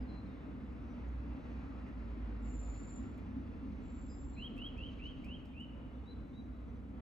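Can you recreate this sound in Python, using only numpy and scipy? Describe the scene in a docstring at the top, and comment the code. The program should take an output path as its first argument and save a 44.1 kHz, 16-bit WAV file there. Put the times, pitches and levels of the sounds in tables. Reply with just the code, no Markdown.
"""Far traffic rumbles behind the trees of a park: tyres hiss and slowly fade, one engine winds down.
Small birds call over it in gliding near-pure tones: a few far peeps, two thin high whistles,
a song of six rising slurs (the main source), two short chirps. Branches, trunks and houses scatter
the calls back. Traffic is shaped noise plus low exhaust orders; a soft rustle comes and goes,
and a few faint dry ticks sound close by."""
import sys
import numpy as np
from scipy import signal
from scipy.fft import rfft, irfft
from scipy.io import wavfile
from scipy.ndimage import uniform_filter1d

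SR = 44100
rng = np.random.default_rng(int(sys.argv[2]) if len(sys.argv) > 2 else 0)


def inscribe(sig):
    """Save sig as 16-bit PCM at rate SR to the path in sys.argv[1].

    A 1-D sig is mono; a 2-D sig holds one channel per row.
    Samples are clipped to [-1, 1] before scaling.
    """
    pcm = np.round(np.clip(np.atleast_2d(sig).T, -1, 1) * 32767)
    wavfile.write(sys.argv[1], SR, pcm.astype(np.int16))


N = 309141
TIME = np.arange(N) / SR

# Table levels are relative: each source adds its own gain.
# Diffuse sound at the two microphone ports
PORT_COHERENCE = [(60, 1), (115, 0.38), (180, 0.92), (260, 0.94), (370, 0.74), (670, 0.43), (1230, 0.15),
                  (2240, -0.1), (4100, 2.54), (7500, 0.2), (13700, -1.7)]  # f/Hz, coherence (clipped to 0..1 in use)
PORT_LEAD = [(100, 0), (400, 0.78), (780, 1.15), (1290, 0.5), (1720, 6), (2070, 6.5), (3270, 8), (4000, 7),
             (5700, 7.5), (7000, 6)]  # f/Hz, left lead/rad
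PORT_TILT = [(60, -3.5), (110, 1.5), (200, -1.5), (370, 2.5), (670, 3), (1230, 1.5), (2240, -0.5),
             (4100, 1.5), (7500, 0), (13700, 0)]  # f/Hz, left minus right/dB
# Park reverberation: f/Hz, T60/s
PARK_T60 = [(2500, 2), (3100, 1.3), (4000, 1), (5000, .5), (7300, 0.55)]

# Noise spectra: f/Hz, density/dB
MIC_HISS_SPECTRUM = [(100, 1), (5000, 1), (8300, 3), (10000, -16), (11200, 0), (12500, -0.5), (14000, -5.5)]
RUMBLE_SPECTRUM = [(18, -25.5), (33, -18.5), (50, -2), (66, 0), (85, -5.5), (115, -8.5), (165, -13),
                   (260, -27.5), (600, -73.5)]
ROAD_DRONE_SPECTRUM = [(100, -31), (165, -10), (205, -5), (250, 0), (290, -4.5), (340, -14.5), (420, -25.5),
                       (700, -40), (1500, -83)]
FAR_TYRE_SPECTRUM = [(150, -13.5), (330, -0.5), (470, 3), (660, -3.5), (950, -7.5), (1330, -8.5),
                     (1580, -12.5), (1850, -15.5), (2250, -16.5), (2750, -24), (3400, -21.5), (4400, -32.5),
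                     (5800, -52), (9000, -62)]
NEAR_TYRE_SPECTRUM = [(400, 1.5), (800, 3.5), (1350, 3.5), (1580, -2.5), (1850, -1), (2250, -2), (2750, -6),
                      (3400, -18), (4600, -18), (5800, -23.5), (8000, -36), (10000, -47.5), (14000, -59.5)]
RUSTLE_SPECTRUM = [(1200, -18), (2300, 2), (3300, -1), (4400, 1), (5300, -7.5), (6500, -7), (9000, -36)]
TICK_BODY_SPECTRUM = [(1000, -14), (4800, 3), (6500, -8), (8500, -28)]
TICK_CRACK_SPECTRUM = [(4000, -18), (7500, 3), (8600, -1), (10000, -11), (12400, 3), (14000, -11)]

# Traffic envelopes: t/s, level/dB
ROAD_DRONE_LEVEL = [(0, -49), (3, -50), (3.45, -47.5), (3.8, -49.5), (5.3, -50.5), (5.9, -52.5),
                    (7.01, -51)]
NEAR_TYRE_LEVEL = [(0, -67), (1.2, -65), (1.55, -63), (1.9, -64.5), (2.85, -65), (3.35, -65.5), (3.8, -68),
                   (4.6, -69.5), (5.2, -72), (5.8, -73), (6.4, -73), (6.65, -72.5), (7.01, -73)]
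# Engine curves: t/s, firing rate/Hz, level/dB
SLOWING_ENGINE = [(0, 61.3, -64), (.55, 61.33, -55.5), (1.25, 60.6, -43.5), (1.6, 58.45, -57.5),
                  (2.25, 54.67, -41), (2.7, 52.25, -42.5), (3.2, 48.58, -65), (4.05, 43.45, -53.5),
                  (4.6, 39.88, -53.5), (5.25, 38.7, -56), (5.6, 37.2, -70)]
RUNNING_ENGINE = [(0, 62.14, -45), (.55, 62.96, -53), (1.4, 62.12, -50.5), (2.6, 63, -57),
                  (3.2, 64.63, -50.5), (4.15, 64.7, -48.5), (4.7, 63.5, -54), (5.6, 62.3, -52.5),
                  (6.8, 62.1, -51), (7.01, 62.8, -54)]
# Steady far engines: firing rate/Hz, level/dB, swell t/s, swell/dB
FAR_ENGINES = [(94, -63, 4.77, 12), (134.8, -65.5, 4.3, 6.5)]
# Rustle swells: t/s, width/s, level/dB
RUSTLE_SWELLS = [(1.53, 0.13, -83), (2.8, 0.28, -79), (3.95, 0.36, -83), (5.02, 0.32, -80)]
# Dry ticks: t/s, body re crack/dB, level/dB
TICK_EVENTS = [(3.180, -10, -70), (4.5675, -5, -72), (4.58, 6, -70), (4.779, 5, -74), (4.8645, -3, -75),
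               (5.2454, 1, -65), (5.2493, 4, -75), (5.4532, 4, -75), (5.458, 11, -79), (5.6025, -4, -74),
               (5.606, -8, -74)]

# Distant held whistles and far peeps: t/s, length/s, f/Hz, level/dB
FAR_WHISTLE_NOTES = [(0.78, 0.36, 5890, -97), (1.248, 0.32, 5930, -100), (3.12, .34, 6020, -98),
                     (3.73, 0.25, 6020, -95), (4.043, 0.23, 5960, -97), (5.878, .22, 5940, -99),
                     (6.24, .26, 6060, -99), (6.62, 0.18, 6010, -100)]
PEEP_NOTES = [(0, 0.037, 4920, -78), (0.067, 0.14, 4092, -70.5), (0.258, 0.071, 3700, -77),
              (1.068, 0.025, 6600, -82), (4.078, .075, 5010, -73), (4.327, 0.11, 4085, -73.5),
              (5.474, 0.044, 3530, -78)]
# Thin whistles: t/s, length/s, f/Hz, mid-note sag/Hz, quaver/share of f, level/dB
THIN_WHISTLE_NOTES = [(2.42, .575, 7226, 80, .009, -65), (3.812, .53, 7373, 19.6, 0.0072, -74)]
# Chirps: t/s, length/s, scoop/s, f/Hz, level/dB
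CHIRP_NOTES = [(6.053, .085, .056, 4010, -64.5), (6.328, 0.086, .064, 3914, -69.5)]
# Song slurs: t/s, rise/s, first f/Hz, top f/Hz, bow (1 = straight), catch/Hz,
# onset/dB, easing at the top/dB, level/dB
SONG_SLURS = [(4.359, .097, 2314, 3276, 1.0, 11, -11, -0.5, -49),
              (4.566, .101, 2230, 3290, .56, 60, -12, -3.5, -45),
              (4.761, 0.11, 2225, 3225, .66, 70, -7.5, -1, -50.5),
              (4.988, 0.11, 2390, 3223, .81, 29.5, -5, -2.5, -52),
              (5.236, .11, 2345, 3173, 1.1, 24, -4.5, -3, -53),
              (5.532, 0.092, 2404, 3066, 1.25, -1, -5, -2.5, -53)]
# Song filters for the direct path, the return from the trees and the overtone: f/Hz, gain/dB
DIRECT_EQ = [(2280, -3.5), (2570, -6), (2670, -6.5), (2735, 3.5), (2810, -5), (2910, 1), (3010, 3),
             (3140, -5), (3270, 0.5), (4000, -8)]
TREE_EQ = [(2300, -3), (2750, 0), (3020, 1.5), (3170, -2), (3300, -5)]
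OVERTONE_EQ = [(11500, -18), (12700, 0)]


def amp(db):
    """Decibels to gain."""
    return 10 ** (np.asarray(db) / 20)


def unit(x):
    """Scale to rms 1."""
    return x / np.sqrt(np.mean(abs(x) ** 2) + 1e-30)


def over_hz(points, hz):
    """Interpolate on a log-frequency axis."""
    f, value = np.transpose(points)
    return np.interp(np.log(hz + 1), np.log(f + 1), value)


def over_time(rows):
    """Interpolate each column at every sample."""
    times_s, *columns = np.transpose(rows)
    return [np.interp(TIME, times_s, column) for column in columns]


def swell(at_s, width_s):
    """Gaussian hump of height 1."""
    return np.exp(-((TIME - at_s) / width_s) ** 2)


def wander(rate_hz):
    """Low-passed random drift, rms 1."""
    hz = np.fft.rfftfreq(N, 1 / SR)
    return unit(irfft(rfft(rng.standard_normal(N)) * np.exp(-(hz / rate_hz) ** 2), N))


def coloured(x, eq):
    """Zero-phase filter by a gain table."""
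    return irfft(rfft(x) * amp(over_hz(eq, np.fft.rfftfreq(N, 1 / SR))), N)


def patchy(x, depth_db, width_hz, length_s, size=2048):
    """Narrow bands swell and fade independently."""
    bins = signal.stft(x, SR, nperseg=size)[2]
    field = rng.standard_normal(bins.shape[1:])
    field = uniform_filter1d(field, max(1, round(width_hz * size / SR)), 0)
    field = uniform_filter1d(field, max(1, round(length_s * 2 * SR / size)), 1)
    return signal.istft(bins * amp(depth_db * unit(field)), SR, nperseg=size)[1][:, :N]


def ports(tone, pan_db, lead_rad=0):
    """Complex tone to stereo; positive pan and lead favour the left port."""
    left_gain = amp(pan_db / 2) * np.exp(0.5j * lead_rad)
    return np.array([tone * left_gain, tone / left_gain]).real


def diffuse(spectrum):
    """Noise from all around, mid rms 1: alike at both ports in the bass, less so above."""
    hz = np.fft.rfftfreq(N, 1 / SR)
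    left, other = rfft(rng.standard_normal((2, N)))
    coherence = np.clip(over_hz(PORT_COHERENCE, hz), 0, 1)
    right = coherence * left + np.sqrt(1 - coherence ** 2) * other
    right *= np.exp(-1j * over_hz(PORT_LEAD, hz))
    tilt = amp(over_hz(PORT_TILT, hz) / 2)
    pair = irfft(np.array([left * tilt, right / tilt]) * amp(over_hz(spectrum, hz)), N)
    return pair / pair.mean(0).std()


def echoes(x, early_db, tail_db, early_s=0.0058, coherence=0.77, taps_per_s=3000, build_s=0.019):
    """Near branches blur a call; trunks and houses further off add a thin tail."""
    t = np.arange(SR) / SR
    common, own = rng.standard_normal((1, SR)), rng.standard_normal((2, SR))
    taps = np.sqrt(coherence) * common + np.sqrt(1 - coherence) * own
    taps *= rng.random(SR) < taps_per_s / SR
    early = taps * t * np.exp(-t / early_s)
    hz, age_s, bins = signal.stft(taps, SR, nperseg=256)
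    decay = amp(-60 * age_s / over_hz(PARK_T60, hz)[:, None])
    tail = signal.istft(bins * decay, SR, nperseg=256)[1][:, :SR] * (1 - np.exp(-t / build_s))
    response = (amp(early_db) * unit(early) + amp(tail_db) * unit(tail)) / np.sqrt(SR)
    return signal.fftconvolve(x, response, axes=1)[:, :N]


def scatter(x, early_db, tail_db):
    """Call plus echoes."""
    return x + echoes(x, early_db, tail_db)


def mic_hiss(level_db=-91):
    """Steady microphone self-noise."""
    return amp(level_db) * diffuse(MIC_HISS_SPECTRUM)


def traffic(rumble_db=-52, far_tyre_db=-62, flutter_db=1, far_follow_share=0.23):
    """Rumble, drone and tyre wash of many far cars; brighter tyres pass nearer."""
    rumble = diffuse(RUMBLE_SPECTRUM) * amp(rumble_db)
    drone_db = over_time(ROAD_DRONE_LEVEL)[0]
    drone = diffuse(ROAD_DRONE_SPECTRUM) * amp(drone_db + flutter_db * wander(9))
    near_db = over_time(NEAR_TYRE_LEVEL)[0]
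    far_db = far_tyre_db + far_follow_share * (near_db - near_db.mean())
    far_tyres = diffuse(FAR_TYRE_SPECTRUM) * amp(far_db + flutter_db * wander(3.9))
    near_tyres = diffuse(NEAR_TYRE_SPECTRUM) * amp(near_db + flutter_db * wander(24))
    # paths from moving cars shift, so the colour drifts
    far_tyres = patchy(far_tyres, depth_db=1.6, width_hz=90, length_s=0.2)
    near_tyres = patchy(near_tyres, depth_db=1.2, width_hz=450, length_s=0.14)
    return rumble + drone + far_tyres + near_tyres


def exhaust(hz, waver_share=0.008):
    """One exhaust order, complex; engine speed wavers slightly."""
    wavering_hz = hz * (1 + waver_share * wander(4.42))
    return np.sqrt(2) * np.exp(2j * np.pi * np.cumsum(wavering_hz) / SR)


def slowing_engine(second_db=-64, sink_db_per_s=0.9, swell_db=10.5):
    """Two exhaust orders wind down; the second sinks in level and swells once."""
    hz, first_db = over_time(SLOWING_ENGINE)
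    shape_db = swell_db * swell(at_s=3.25, width_s=0.73) - sink_db_per_s * TIME
    return amp(first_db) * exhaust(hz) + amp(second_db + shape_db) * exhaust(2 * hz)


def engines(steady_gain_db=-1, fading_db=0.5):
    """Only the lowest exhaust orders carry this far; the air makes them swell and fade."""
    slowing = slowing_engine()
    hz, running_db = over_time(RUNNING_ENGINE)
    steady = amp(running_db + fading_db * wander(2.5)) * exhaust(hz)
    for firing_hz, db, at_s, swell_db in FAR_ENGINES:
        level_db = db + swell_db * swell(at_s, width_s=0.097) + fading_db * wander(2.8)
        steady += amp(level_db) * exhaust(firing_hz)
    return ports(slowing + amp(steady_gain_db) * steady, pan_db=-1.5)


def rustle(flicker_db=2.5):
    """Soft bright noise that comes and goes."""
    envelope = sum(amp(db) * swell(at_s, width_s) for at_s, width_s, db in RUSTLE_SWELLS)
    return diffuse(RUSTLE_SPECTRUM) * envelope * amp(flicker_db * wander(30))


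def ticks(rise_s=0.00015, decay_s=0.00083, tail_db=-19, tail_s=0.029):
    """Tiny close snaps, often paired, each with a short rustling tail."""
    body, crack = np.zeros(N), np.zeros(N)
    for start_s, body_db, db in TICK_EVENTS:
        age_s = np.maximum(TIME - start_s, 0)
        decay = np.exp(-age_s / decay_s) + amp(tail_db) * np.exp(-age_s / tail_s)
        envelope = (1 - np.exp(-age_s / rise_s)) * decay
        body += amp(db + body_db) * envelope
        crack += amp(db) * envelope
    return crack * diffuse(TICK_CRACK_SPECTRUM) + body * diffuse(TICK_BODY_SPECTRUM)


def bird_tone(notes, quaver_share, quaver_hz, edge_s=0.0053):
    """Complex tone with a fast pitch quaver. Notes: start/s, f curve/Hz, level curve/dB."""
    tone = np.zeros(N, complex)
    quaver = 1 + quaver_share * wander(quaver_hz)
    for start_s, hz, db in notes:
        t = np.arange(len(hz)) / SR
        span = round(start_s * SR) + np.arange(len(hz))
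        gate = np.sin(np.pi / 2 * np.clip(np.minimum(t, t[-1] - t) / edge_s, 0, 1)) ** 2
        phase_rad = 2 * np.pi * np.cumsum(hz * quaver[span]) / SR
        tone[span] += np.sqrt(2) * gate * amp(db) * np.exp(1j * phase_rad)
    return tone


def far_whistles(gain_db=-1, flutter_db=4):
    """A very distant bird holds faint notes of steady pitch."""
    notes = []
    for start_s, length_s, hz, db in FAR_WHISTLE_NOTES:
        held = np.ones(round(length_s * SR))
        notes.append((start_s, hz * held, db * held))
    tone = bird_tone(notes, quaver_share=0.004, quaver_hz=120, edge_s=0.04)
    tone *= amp(gain_db + flutter_db * wander(22))
    return scatter(ports(tone, pan_db=1.5), early_db=-4, tail_db=-2.5)


def peeps(gain_db=-4, drop_hz=197, drop_s=0.011, attack_s=0.026, onset_db=-8,
          fade_db_per_s=29, flutter_db=2.5):
    """A far bird drops onto its pitch during the attack, then fades."""
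    notes = []
    for start_s, length_s, hz, db in PEEP_NOTES:
        t = np.arange(0, length_s, 1 / SR)
        attack_db = onset_db * np.maximum(1 - t / attack_s, 0)
        fade_db = fade_db_per_s * np.maximum(t - attack_s, 0)
        notes.append((start_s, hz + drop_hz * np.exp(-t / drop_s), db + attack_db - fade_db))
    tone = bird_tone(notes, quaver_share=0.007, quaver_hz=140)
    tone *= amp(gain_db + flutter_db * wander(45))
    return scatter(ports(tone, pan_db=5.5, lead_rad=0.42), early_db=-6, tail_db=-3.5)


def thin_whistles(gain_db=-2, onset_db=-16, swell_s=0.06):
    """A bird's long high notes swell, hold and sag in pitch midway."""
    tone = np.zeros(N, complex)
    for start_s, length_s, pitch_hz, sag_hz, quaver_share, db in THIN_WHISTLE_NOTES:
        t = np.arange(0, length_s, 1 / SR)
        hz = pitch_hz - sag_hz * np.sin(np.pi * t / length_s)
        level_db = gain_db + db + onset_db * np.exp(-t / swell_s)
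        tone += bird_tone([(start_s, hz, level_db)], quaver_share, quaver_hz=149)
    return scatter(ports(tone, pan_db=0.5, lead_rad=-0.27), early_db=-0.5, tail_db=-3)


def chirps(gain_db=1, scoop_hz=338, sag_hz_per_s=900, onset_db=-15, peak_share=0.74):
    """A bird scoops up to its pitch; loudest late in each note."""
    notes = []
    for start_s, length_s, scoop_s, pitch_hz, db in CHIRP_NOTES:
        t = np.arange(0, length_s, 1 / SR)
        hz = pitch_hz - scoop_hz * np.maximum(1 - t / scoop_s, 0) ** 2
        hz -= sag_hz_per_s * np.maximum(t - scoop_s, 0)
        shape_db = onset_db * (1 - t / (peak_share * length_s)) ** 2
        notes.append((start_s, hz, gain_db + db + shape_db))
    tone = bird_tone(notes, quaver_share=0.004, quaver_hz=120)
    return scatter(ports(tone, pan_db=2.5, lead_rad=-0.17), early_db=-12, tail_db=-11.5)


def rising_slur(start_s, rise_s, first_hz, top_hz, bow, catch_hz, onset_db, top_db, db):
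    """One song note: soft husky start, upward glide with a catch, quick fading flick down."""
    swell_s, husk_hz, husk_s = 0.038, 90, 0.035
    catch_at, catch_width, top_width = 0.55, 0.19, 0.18  # shares of the climb
    flick_s, flick_hz, flick_db = 0.028, 480, -5.5
    t = np.arange(0, rise_s + flick_s, 1 / SR)
    climb = np.minimum(t / rise_s, 1)
    fall = np.maximum(t - rise_s, 0) / flick_s
    hz = first_hz + (top_hz - first_hz) * climb ** bow - flick_hz * fall ** 3
    hz -= catch_hz * np.exp(-((climb - catch_at) / catch_width) ** 2)
    hz += husk_hz * np.exp(-t / husk_s) * wander(250)[:len(t)]
    near_top = np.exp(-((1 - climb) / top_width) ** 2)
    shape_db = onset_db * np.exp(-t / swell_s) + top_db * near_top + flick_db * fall
    return start_s, hz, db + shape_db


def song(gain_db=-1.5, flutter_db=2.5, overtone_db=-110.5):
    """Nearest bird: the direct path favours some pitches, the trees return a broad wash."""
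    flutter = amp(flutter_db * wander(70))
    notes = [rising_slur(*row) for row in SONG_SLURS]
    tone = flutter * bird_tone(notes, quaver_share=0.008, quaver_hz=173)
    voice = ports(tone, pan_db=-1, lead_rad=0.93)
    direct = coloured(voice, DIRECT_EQ)
    wash = echoes(coloured(voice, TREE_EQ), early_db=-6.5, tail_db=-12, early_s=0.008, coherence=0.32)
    # squared envelope: the faint fourth harmonic favours the loudest tops
    fourth = ports(abs(tone) ** 2 * np.exp(4j * np.angle(tone)), pan_db=0)
    overtone = amp(overtone_db) * unit(coloured(fourth, OVERTONE_EQ))
    return amp(gain_db) * (direct + wash) + scatter(overtone, early_db=-2, tail_db=-16)


def scene():
    """Stereo mix at the edge of the lawn."""
    background = traffic() + mic_hiss() + engines() + rustle()
    return background + song() + thin_whistles() + chirps() + peeps() + far_whistles() + ticks()


def record(dry):
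    """Soft ends, 14 kHz low-pass."""
    faded = dry * signal.windows.tukey(N, 0.002)
    lowpass = signal.firwin(511, 14000, window=("kaiser", 9), fs=SR)
    return signal.oaconvolve(faded, lowpass[None], "same")


dry = scene()
out = record(dry)
inscribe(out)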